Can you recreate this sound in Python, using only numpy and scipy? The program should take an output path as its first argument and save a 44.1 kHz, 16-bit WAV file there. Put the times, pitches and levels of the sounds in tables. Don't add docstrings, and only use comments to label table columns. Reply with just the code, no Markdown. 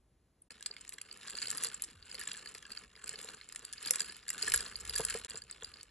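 import sys
import numpy as np
from scipy import signal
from scipy.fft import rfft, irfft, next_fast_len
from scipy.io import wavfile
from scipy.ndimage import uniform_filter1d

SR = 44100
rng = np.random.default_rng(int(sys.argv[2]) if len(sys.argv) > 2 else 0)


def how_loud(loudness_db):
    steps = np.asarray(loudness_db, float) / 20
    return 10 ** steps


def put_to_file(sound):
    columns = np.atleast_2d(sound).T
    safe = np.clip(columns, -1, 1)
    whole_steps = np.round(safe * 32767)
    wavfile.write(sys.argv[1], SR, whole_steps.astype(np.int16))


N = 260190
TIME = np.arange(N) / SR


def evened(x):
    return x / np.sqrt(np.mean(x ** 2) + 1e-20)


def read(points, hz):
    f, value = np.transpose(points)
    return np.interp(np.log(hz + 1), np.log(f + 1), value)


def add(mix, s, sound):
    part = mix[round(s * SR):][:len(sound)]
    part += sound[:len(part)]


def noise(points, channels=1):
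    size = next_fast_len(N)
    colour = how_loud(read(points, np.fft.rfftfreq(size, 1 / SR)))
    white = rng.standard_normal((channels, size))
    return evened(irfft(rfft(white) * colour, size)[:, :N])


def hard(x, hz=1250):
    return signal.sosfilt(signal.butter(3, hz, "high", fs=SR, output="sos"), x)


def ring(hz, db, t60, size=2600):
    t = np.arange(size) / SR
    swell = 1 - np.exp(-t * hz / 1.3)
    return how_loud(db - 60 * t / t60) * swell * np.sin(2 * np.pi * hz * t)


def struck(modes, count, detune=0.011):
    out = 0
    for hz, db, t60 in modes:
        pitch, weight, damping = rng.standard_normal((count, 3)).T[:, :, None]
        out = out + ring(hz * (1 + detune * pitch), db + 3.2 * weight, t60 * np.exp(.25 * damping))
    return out


# (frequency [Hz], level [dB], decay t60 [s])
ICE = [(2250, -6, .005), (2750, -3, .005), (3300, -2, .004), (3800, -4, .004), (4480, -4, .007),
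       (5250, -5, .005)]


def ice(hz, body, t60):
    out = ring(hz[:, None], 0, t60) + body * struck(ICE, len(hz), 0.064)
    out[:, 0] += 0.6
    return out


def knocks(when, levels_db, rings):
    lead = .006
    out, t = np.zeros(N), np.arange(1300) / SR - lead
    shape = (len(when), len(t))
    grit, chance, size = rng.standard_normal(shape), rng.random(shape), rng.standard_normal(shape)
    contact = 0.16 * grit * np.exp(np.minimum(t / 0.00015, -t / 0.001))
    contact[:, round(lead * SR)] += 1
    grazes = (chance < 700 / SR) * size
    contact = hard(contact + 0.17 * grazes * np.exp(np.minimum(t / 0.00037, -t / 0.005)))
    for group, db in zip(rings, levels_db):
        sounds = signal.fftconvolve(group[:, :1800], contact, axes=1)
        for s, level_db, sound in zip(when, db, sounds):
            add(out, s - lead + 0.00033, how_loud(level_db) * sound / abs(sound).max())
    return out


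# (frequency [Hz], density [dB per Hz])
AIR = [(65, -34), (110, -12.5), (380, -18.5), (484, -23.5), (591, -25.5), (3440, -41), (4730, -42.5),
       (13100, -34.5)]
AIR_DB = -77


def air():
    ports = noise(AIR, channels=2)
    return how_loud(AIR_DB) * (ports[0] + .3 * ports)


# (time [s], level [dB])
RUMBLE = [(0.0, -72.5), (1.31, -75), (1.48, -64), (1.56, -71.5), (4.34, -74), (4.58, -54.5), (4.67, -66),
          (4.91, -53), (5.6, -72.5), (5.65, -62.5), (5.9, -74)]


def rumble():
    low = noise([(15, -57), (30, -36), (40, 7.5), (58, 7.0), (90, 1.0), (150, -9.5), (300, -30.5)])[0]
    s, db = np.transpose(RUMBLE)
    return low * how_loud([[-.4], [.4]]) * how_loud(np.interp(TIME, s, db))


# (time [s], level [dB], start frequency [Hz], end frequency [Hz])
TICK = (0.417, -49, 11300, 7600)


def tick():
    s, db, from_hz, to_hz = TICK
    out, hz = np.zeros(N), np.geomspace(from_hz, to_hz, 420)
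    chirp = np.sin(2 * np.pi * np.cumsum(hz) / SR)
    add(out, s, how_loud(db) * np.hanning(420) * chirp * rng.uniform(0.78, 1, 420))
    return out


# (peak time [s], jostle level [dB], rise [s], fall [s]), rise and fall over SWING_DB
STROKES = [(.5, -52, .02, 0.028), (.88, -62, 0.59, 0.13), (1.33, -72, 0.057, 0.33),
           (1.602, -47, 0.43, 0.14), (1.86, -58, 0.39, 0.13), (2.22, -51, 0.16, 0.29),
           (2.56, -57, 0.12, 0.067), (2.803, -55.5, 0.16, 0.077), (3.2, -53, 0.23, 0.24),
           (3.62, -58, 0.15, 0.19), (3.919, -47.5, 0.14, 0.26), (4.52, -45, 0.2, 0.21),
           (5.08, -45.5, 0.28, 0.15), (5.36, -53, 0.19, 0.041), (5.7, -59.5, 0.29, 0.19)]
SWING_DB, REST_DB = 10, -97
ROUND = 2.3


def stir_db():
    t = np.arange(0, N + 64, 64) / SR
    power = how_loud(2 * REST_DB)
    for s, db, rise, fall in STROKES:
        away = np.maximum((s - t) / rise, (t - s) / fall)
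        power = power + how_loud(2 * (db - SWING_DB * away ** ROUND))
    return np.interp(TIME, t, 10 * np.log10(power))


BRIGHTEN = 0.24


def jostle(per_s=750, spread_db=6.0):
    kinds = 24
    bumps = rng.exponential(1, N)
    size = how_loud(spread_db * np.minimum(bumps, 2.4)) * (rng.random(N) < per_s / SR)
    kind = rng.integers(0, kinds, N)
    taps = how_loud(-4.5) * struck(RIM, kinds) + how_loud(-6.5) * struck(STRAW, kinds)
    taps += how_loud(-8.5) * struck(WALL, kinds, 0.0893) + how_loud(0.5) * struck(ICE, kinds, 0.04)
    taps[:, 0] += 3.0
    contact = hard(rng.standard_normal((kinds, 200)) * np.exp(-((np.arange(200) - 60) / 9) ** 2))
    taps = signal.fftconvolve(taps[:, :1500], contact, axes=1)
    taps /= np.linalg.norm(taps, axis=1)[:, None]
    out = sum(signal.oaconvolve(size * (kind == k), taps[k])[:N] for k in range(kinds))
    slow = np.sqrt(uniform_filter1d(out ** 2, 7000) + 1e-12)
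    treble, level_db = hard(out, hz=2600), stir_db()
    out = out + treble * (how_loud(BRIGHTEN * (level_db + 51.5)) - 1)
    return out / slow * how_loud(level_db) * how_loud(1.5)


# (frequency [Hz], density [dB per Hz])
SLOSH = [(53, -51), (90, -17.5), (184, -5), (333, -10.5), (442, -4.5), (610, -15.5), (950, -14.5),
         (1300, -6.5), (2200, -120)]
SLOSH_DB, SLOSH_FOLLOWS = -65.5, 0.81


def slosh():
    lumps = how_loud(3.0 * evened(uniform_filter1d(rng.standard_normal(N), 900)))
    common, apart = noise(SLOSH, channels=2)
    ports = common + 0.36 * np.outer([1, -1], hard(apart, hz=150))
    level_db = SLOSH_DB + SLOSH_FOLLOWS * (stir_db() + 59.0)
    return how_loud(-4.5) * ports * lumps * how_loud(level_db)


# (frequency [Hz], level [dB], decay t60 [s])
WALL = [(1685, 0.5, 0.023), (1436, -2.5, 0.012), (1870, -19, 0.0057), (1166, -13.5, 0.024)]
# (time [s], peak level [dB])
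WALL_KNOCKS = [(0.5025, -49), (0.6074, -50), (0.662, -50), (0.9813, -48.5), (1.0854, -69), (1.2768, -50),
               (1.4252, -39.5), (1.511, -43), (1.5784, -42), (1.6447, -40), (2.195, -44), (2.2135, -37.5),
               (2.2724, -44), (2.459, -42.5), (2.6259, -53), (2.6534, -48.5), (2.7743, -44),
               (2.9741, -48.5), (3.038, -48.5), (3.1348, -44), (3.525, -56), (3.5466, -48.5), (3.7337, -47),
               (3.8621, -41), (3.9384, -44), (3.9567, -48), (4.0058, -39), (4.094, -47), (4.2662, -50),
               (4.283, -42.5), (4.4228, -43), (4.4777, -26.5), (4.5383, -23), (4.5995, -41), (4.6575, -46),
               (4.9576, -37), (4.9802, -43), (5.0905, -38.5), (5.103, -35.5), (5.1437, -42), (5.306, -52),
               (5.419, -54.5), (5.4994, -50), (5.6228, -43)]


def wall_knocks():
    s, db = np.transpose(WALL_KNOCKS)
    return knocks(s, [db], [struck(WALL, len(s))])


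# (time [s], peak level [dB], pitch [Hz])
LARGE_CUBES = [(0.5051, -43, 2340), (0.658, -57, 2680), (0.739, -54, 2260), (0.7652, -40.5, 2120),
               (0.85, -48.5, 2220), (0.894, -49, 2340), (0.9231, -43.5, 2330), (0.984, -40, 2150),
               (1.0134, -42.5, 2600), (1.088, -49.5, 2220), (1.113, -51, 2790), (1.283, -43, 2510),
               (1.406, -46, 3100), (1.503, -48, 2620), (1.6188, -46, 3530), (1.6362, -36, 2640),
               (1.824, -54, 2730), (2.144, -50, 2600), (2.184, -42, 3170), (2.273, -40, 2880),
               (2.3157, -34.5, 3700), (2.3403, -38, 3930), (2.4589, -42, 2450), (2.5496, -39.5, 2610),
               (2.6266, -47, 2210), (2.7038, -46, 2120), (2.771, -45, 2160), (2.953, -48.5, 2340),
               (3.077, -42, 2180), (3.189, -40, 3700), (3.287, -38.5, 2240), (3.412, -41.5, 2200),
              (3.5236, -43.5, 1970), (3.561, -40, 2520), (3.651, -44, 3080), (3.858, -38, 3450),
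              (3.9084, -33.5, 2300), (3.9574, -41, 2750), (4.0046, -41, 2300), (4.2814, -45, 2150),
              (4.3042, -32, 2540), (4.38, -41, 3600), (4.422, -44, 3430), (4.4737, -33, 2020),
              (4.52, -29, 2680), (4.5407, -32, 2720), (4.6074, -43, 3000), (4.9827, -41, 2720),
              (5.086, -36, 1960), (5.1, -36, 2680), (5.142, -34.5, 2290), (5.2464, -48, 2510),
              (5.2816, -40, 2320), (5.501, -46.5, 2350), (5.6225, -43.5, 3320)]


def cube_knocks():
    s, db, hz = np.transpose(LARGE_CUBES)
    return knocks(s, [db + 5.5], [ice(hz, body=0.55, t60=0.0035)])


# (time [s], peak level [dB], pitch [Hz])
THUDS = [(0.51, -61, 443), (0.705, -51, 440), (1.347, -47, 459), (1.481, -53.5, 465), (1.554, -66, 426),
         (1.624, -52, 433), (1.653, -45, 470), (2.145, -52.5, 506), (2.185, -56, 454), (2.284, -66, 446),
         (2.552, -53, 448), (2.967, -57.5, 435), (3.042, -56.5, 456), (3.093, -58, 486), (3.139, -50, 442),
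         (3.192, -55, 460), (3.248, -48, 452), (3.287, -52.5, 456), (3.342, -52, 442), (3.908, -42.5, 516),
         (3.958, -54.5, 497), (4.339, -58, 470), (4.434, -47, 428), (4.483, -45.5, 433), (4.545, -46, 426),
         (4.608, -50, 470), (4.667, -55, 460), (4.748, -56, 445), (4.788, -62, 460), (4.902, -49, 452),
         (4.951, -50, 430), (4.999, -26, 457), (5.151, -32.5, 460), (5.25, -52, 450), (5.313, -54, 475),
         (5.346, -40.5, 459), (5.452, -63, 455), (5.626, -44, 465)]
CRUNCH_DB, PUSH_DB = 1.5, -5


def thuds():
    out, t = np.zeros(N), np.arange(2600) / SR
    dull = signal.butter(2, [550, 1350], "band", fs=SR, output="sos")
    crunch = signal.sosfilt(dull, rng.standard_normal((len(THUDS), len(t))))
    landing = (1 - np.exp(-t / 0.004)) * (0.3 + 0.7 / (1 + (t / 0.015) ** 6))
    for (s, db, hz), (a, b), grit in zip(THUDS, rng.standard_normal((len(THUDS), 2)), crunch):
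        body = ring(hz, 0, 0.075) + ring(hz * 1.09, -5, 0.06)
        body += ring(hz * 0.66, -12, 0.04) + ring(hz * 1.51, -10 + 2 * a, 0.03)
        body += how_loud(CRUNCH_DB - 60 * t / 0.078) * grit
        push = ring(190 * (1 + 0.11 * b), PUSH_DB, 0.045)
        add(out, s - .0035, how_loud(db + 4.5) * (body + push) * landing)
    return out


# (frequency [Hz], level [dB], decay t60 [s])
RIM = [(7376, -4.5, 0.0097), (7550, -4.5, 0.0081), (7930, -2.5, 0.0067), (8120, -9.5, 0.011),
       (7134, -19.5, 0.0025), (6370, 3, 0.0014)]
STRAW = [(10897, 0, 0.004), (11130, -12.5, 0.0063), (10320, -3.5, 0.0042), (9770, -12.5, 0.0082)]
# (time [s], rim peak level [dB], straw level [dB])
RIM_CONTACTS = [(0.5067, -45.5, -58), (0.513, -57, -72), (0.517, -51, -70), (0.608, -46, -80),
                (0.626, -34.5, -45), (0.66, -31, -47), (0.664, -30.5, -42), (0.7392, -50, -70),
                (0.7657, -49, -75), (0.8096, -42.5, -68), (0.814, -45, -63), (0.849, -49, -65),
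                (0.878, -41, -71), (0.8919, -34.5, -37.5), (0.903, -52, -71), (0.9237, -43, -61),
                (0.931, -46, -51), (0.9373, -42, -41), (0.983, -42.5, -55), (1.0148, -35, -39.5),
                (1.1256, -41.5, -49), (1.173, -48, -50), (1.269, -58, -66), (1.275, -36, -54),
                (1.281, -42, -62), (1.298, -38.5, -42), (1.3053, -37, -54), (1.354, -48, -56),
                (1.37, -39, -63), (1.3765, -35, -60), (1.417, -31.5, -45), (1.424, -32.5, -47),
                (1.4577, -38, -46), (1.47, -38, -42), (1.4825, -35, -59), (1.499, -39, -46),
                (1.503, -25.5, -36), (1.5129, -28, -35), (1.573, -36, -31), (1.5788, -36, -35),
                (1.609, -44, -56), (1.6244, -32, -46), (1.6295, -33, -44), (1.6362, -24.5, -27),
                (1.6425, -34, -37), (1.6463, -26, -25.5), (1.652, -32, -48), (1.67, -32, -40),
                (1.686, -36, -48), (1.7433, -33, -53), (1.746, -36, -51), (1.821, -28, -29.5),
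                (1.8382, -31.5, -39), (1.8433, -34.5, -55), (1.8467, -40, -48), (2.056, -53, -72),
                (2.1145, -46, -64), (2.1282, -43, -63), (2.145, -47, -38.5), (2.1944, -40, -39.5),
                (2.2008, -36, -62), (2.212, -39.5, -40), (2.2753, -31, -48), (2.286, -44, -49),
              (2.3154, -35, -52), (2.332, -41, -40), (2.3686, -41, -63), (2.3744, -41.5, -67),
              (2.4274, -51, -66), (2.4588, -41, -46), (2.488, -42.5, -57), (2.4914, -46, -61),
              (2.541, -46, -56), (2.5484, -40, -43), (2.5818, -39, -57), (2.625, -42.5, -55),
              (2.666, -49, -70), (2.7055, -53, -63), (2.7174, -40.5, -44), (2.722, -45, -59),
              (2.774, -58, -65), (2.7901, -44, -74), (2.8048, -57, -70), (3.041, -38.5, -51),
              (3.06, -44, -61), (3.074, -40, -63), (3.078, -39, -41), (3.0924, -28, -39.5),
              (3.1296, -41, -58), (3.19, -41, -44.5), (3.2144, -38.5, -44), (3.229, -41, -55),
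              (3.245, -37, -47), (3.26, -47, -64), (3.289, -42, -46), (3.336, -53, -52),
              (3.346, -39.5, -64), (3.443, -53, -75), (3.489, -41.5, -57), (3.524, -42, -44),
              (3.5482, -44, -48), (3.5595, -31.5, -42.5), (3.565, -45, -62), (3.593, -41.5, -53),
              (3.65, -37.5, -39), (3.727, -35.5, -44), (3.734, -33, -40), (3.827, -36, -39.5),
              (3.86, -31.5, -31), (3.8729, -35, -42), (3.8796, -34, -32), (3.908, -15.5, -17),
              (3.914, -35, -46), (3.9355, -31, -37), (3.9575, -26.5, -31), (3.9965, -34, -38),
              (4.0044, -20.5, -36), (4.0177, -32, -37), (4.027, -36, -55), (4.094, -42, -55),
                (4.167, -48, -47), (4.281, -32, -38), (4.2906, -30.5, -46), (4.3023, -26.5, -32.5),
           (4.3304, -37, -54), (4.338, -40, -41), (4.38, -39, -41), (4.4006, -37, -62), (4.4214, -32, -43),
           (4.4253, -27, -35), (4.4341, -35, -36), (4.4451, -31, -44), (4.467, -31, -41),
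           (4.4782, -28.5, -30.5), (4.482, -28, -39), (4.4994, -29, -36), (4.5195, -21.5, -29),
           (4.538, -20, -16.5), (4.5435, -18, -34), (4.547, -23, -44), (4.554, -37, -30.5),
           (4.56, -35, -24), (4.5758, -26, -42), (4.6066, -32, -38), (4.7634, -40, -41.5),
           (4.8001, -40, -50), (4.805, -36.5, -45), (4.809, -37, -48), (4.8518, -40, -43),
           (4.876, -37, -50), (4.8949, -35, -28.5), (4.8979, -47, -45), (4.941, -37, -47),
           (4.9548, -27.5, -42), (4.96, -47, -26.5), (4.9786, -29, -33), (4.9832, -28, -32),
           (4.994, -38, -36), (5.005, -30, -37), (5.05, -23.5, -28), (5.099, -30, -34), (5.104, -29, -44),
           (5.1258, -47, -60), (5.14, -37, -39), (5.145, -35.5, -47), (5.173, -38, -60), (5.187, -42, -41),
           (5.2474, -31, -44), (5.2982, -35.5, -42.5), (5.307, -36, -53), (5.3563, -41.5, -63),
           (5.373, -36, -61), (5.3778, -38.5, -57), (5.419, -47, -52), (5.4381, -48, -60),
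           (5.5114, -34.5, -47.5), (5.6333, -39, -55), (5.646, -39.5, -43), (5.81, -50, -70),
           (5.8304, -40, -45)]


def rim_knocks():
    s, db, straw_db = np.transpose(RIM_CONTACTS)
    rim = struck(RIM, len(s))
    rim[:, 0] += 1.0
    return knocks(s, (db + 6.0, straw_db + 8.0), (rim, struck(STRAW, len(s))))


# (time [s], peak level [dB], pitch [Hz])
GLINTS = [
    (0.6589, -56, 14600),
    (1.297, -74, 14800),
    (1.6362, -53, 13200),
    (1.8193, -60, 13500),
    (3.2171, -67, 13500),
    (4.0174, -63, 14300),
    (4.0322, -60, 14500),
    (4.3016, -68, 13300),
    (4.5366, -54, 13300),
    (4.895, -66, 13500),
]


def glints():
    out, t = np.zeros(N), np.arange(200) / SR
    pulse = np.sin(np.pi * np.minimum(t / 0.0025, 1)) ** 2
    for (s, db, hz), grit in zip(GLINTS, rng.standard_normal((len(GLINTS), 200))):
        rough = 1 + 1.6 * uniform_filter1d(grit, size=8)
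        add(out, s, how_loud(db - 3.0) * rough * pulse * np.sin(2 * np.pi * hz * t))
    return out


# (time [s], peak level [dB])
SMALL_CUBES = [(0.6607, -28.5), (0.7113, -40.5), (0.891, -62), (0.941, -49), (1.0145, -53), (1.112, -44),
               (1.126, -55), (1.281, -41), (1.298, -46), (1.3523, -40.5), (1.385, -37), (1.418, -36.5),
               (1.427, -36.5), (1.4714, -34), (1.5036, -40), (1.581, -37.5), (1.646, -33.5), (1.668, -36),
               (2.026, -47), (2.114, -42.5), (2.151, -39), (2.2124, -42), (2.3164, -42), (2.473, -41.5),
               (2.5465, -59), (2.7183, -43), (2.773, -39),
               (2.9626, -49.5), (3.0779, -46.5), (3.1566, -43), (3.649, -43.5), (3.7795, -43),
              (3.8499, -37.5), (3.8725, -33), (4.0054, -33), (4.097, -40.5), (4.289, -38), (4.4254, -29),
              (4.5191, -45), (4.5371, -57), (4.559, -34), (4.605, -36), (4.7561, -35.5), (4.8954, -33.5),
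              (4.942, -35.5), (4.961, -30.5), (4.9808, -37), (5.306, -40.5), (5.356, -46.5), (5.4194, -48),
              (5.498, -46.5), (5.5257, -45.5), (5.6448, -38), (5.739, -43.5), (5.7697, -50), (5.81, -46)]
CHIP_HZ, CHIP_SCATTER = 4650, 0.011


def chip_clicks():
    s, db = np.transpose(SMALL_CUBES)
    hz = CHIP_HZ * (1 + CHIP_SCATTER * rng.standard_normal(len(s)))
    return knocks(s, [db + 7.0], [ice(hz, body=0.22, t60=0.009)])


# (time [s], peak level [dB])
CHIPS_BETWEEN = [(1.4551, -36), (1.4823, -37), (1.653, -32), (1.8946, -53), (2.144, -36), (2.226, -38),
                 (2.2868, -34.5), (2.6524, -39.5), (2.8367, -43), (3.4979, -44), (3.7322, -37),
                 (3.884, -31.5), (3.9376, -33), (3.9948, -33), (4.0185, -34), (4.147, -43.5),
                 (4.229, -44.5), (4.5515, -29), (4.587, -32), (4.6624, -32.5), (5.014, -34.5), (5.106, -30),
                 (5.1144, -38), (5.3165, -39)]


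def dry_ticks():
    s, db = np.transpose(CHIPS_BETWEEN)
    return knocks(s, [db + 1.5], [ice(np.full(len(s), CHIP_HZ), body=1.2, t60=0.0022)])


# (time [s], pitch [Hz], level [dB])
GULP = [
    (1.86, 348, -76),
    (1.89, 297, -72),
    (1.93, 221, -63),
    (1.96, 91, -65.5),
    (2.02, 80, -66),
    (2.05, 70, -78),
]


def gulp():
    s, hz, db = np.transpose(GULP)
    waver = 0.87 + 0.96 * evened(uniform_filter1d(rng.standard_normal(N), size=500))
    tone = np.sin(2 * np.pi * np.cumsum(np.interp(TIME, s, hz)) / SR)
    return how_loud(np.interp(TIME, s, db, -200, -200)) * waver * tone


def kitchen(x, t60, first):
    out, length = 0, 7000
    for turn in range(3):
        taps = rng.choice([-1., 1.], (2, length)) * (rng.random((2, length)) < .1)
        taps *= how_loud(-60 * np.arange(length) / SR / t60) * (np.arange(length) > first)
        taps[1] = taps[0] + hard(taps[1] - taps[0], hz=2500)
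        taps /= np.linalg.norm(taps[0])
        share = np.sqrt(2 / 3) * np.cos(2 * np.pi * (TIME * 3.0 + turn / 3))
        out = out + signal.oaconvolve((x * share)[None], taps, axes=1)[:, :N]
    return out


def scene():
    stirring = TIME > GAPS[0][1]
    glass = tick() + jostle() * stirring + wall_knocks() + cube_knocks() + thuds()
    glass = glass + rim_knocks() + chip_clicks() + dry_ticks()
    counter = how_loud(-13) * kitchen(glass, t60=.012, first=12)
    room = how_loud(-17) * kitchen(glass, t60=.13, first=200)
    return glass + counter + room + air() + rumble() + slosh() * stirring + gulp()


def roll_off(x):
    return signal.sosfilt(signal.butter(12, 15500, fs=SR, output="sos"), x)


# (frequency [Hz], phase [rad])
PORTS = [(0, 0), (2100, 0), (4050, 0.7), (4650, 1.9), (5170, 4.9), (5600, 6.2), (6200, 6.4), (6460, 6.9),
         (8440, 9.1), (9560, 9.7), (11000, 11.2), (11800, 11.8), (12800, 11.9)]
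# (frequency [Hz], gain [dB])
CAPSULE = [(5100, 0), (5900, -5), (6900, 0), (11000, 0), (11700, -9), (12400, -24), (13300, -56),
           (20000, -80)]
# (start [s], end [s])
GAPS = [
    (0.486, 0.4996),
    (5.27, 5.281),
]


def record(dry):
    size = next_fast_len(N + 2000)
    hz = np.fft.rfftfreq(size, 1 / SR)
    capsule = how_loud(read(CAPSULE, hz))
    lag = np.exp(-1j * np.outer([0, 1], read(PORTS, hz)))
    out = irfft(rfft(dry, size) * capsule * lag, size)[:, :N]
    out = out + glints()
    for start, end in GAPS:
        out = out * np.clip(np.maximum(start - TIME, TIME - end) / 0.007, 0, 1)
    return roll_off(out)


dry = scene()
out = record(dry)
put_to_file(out)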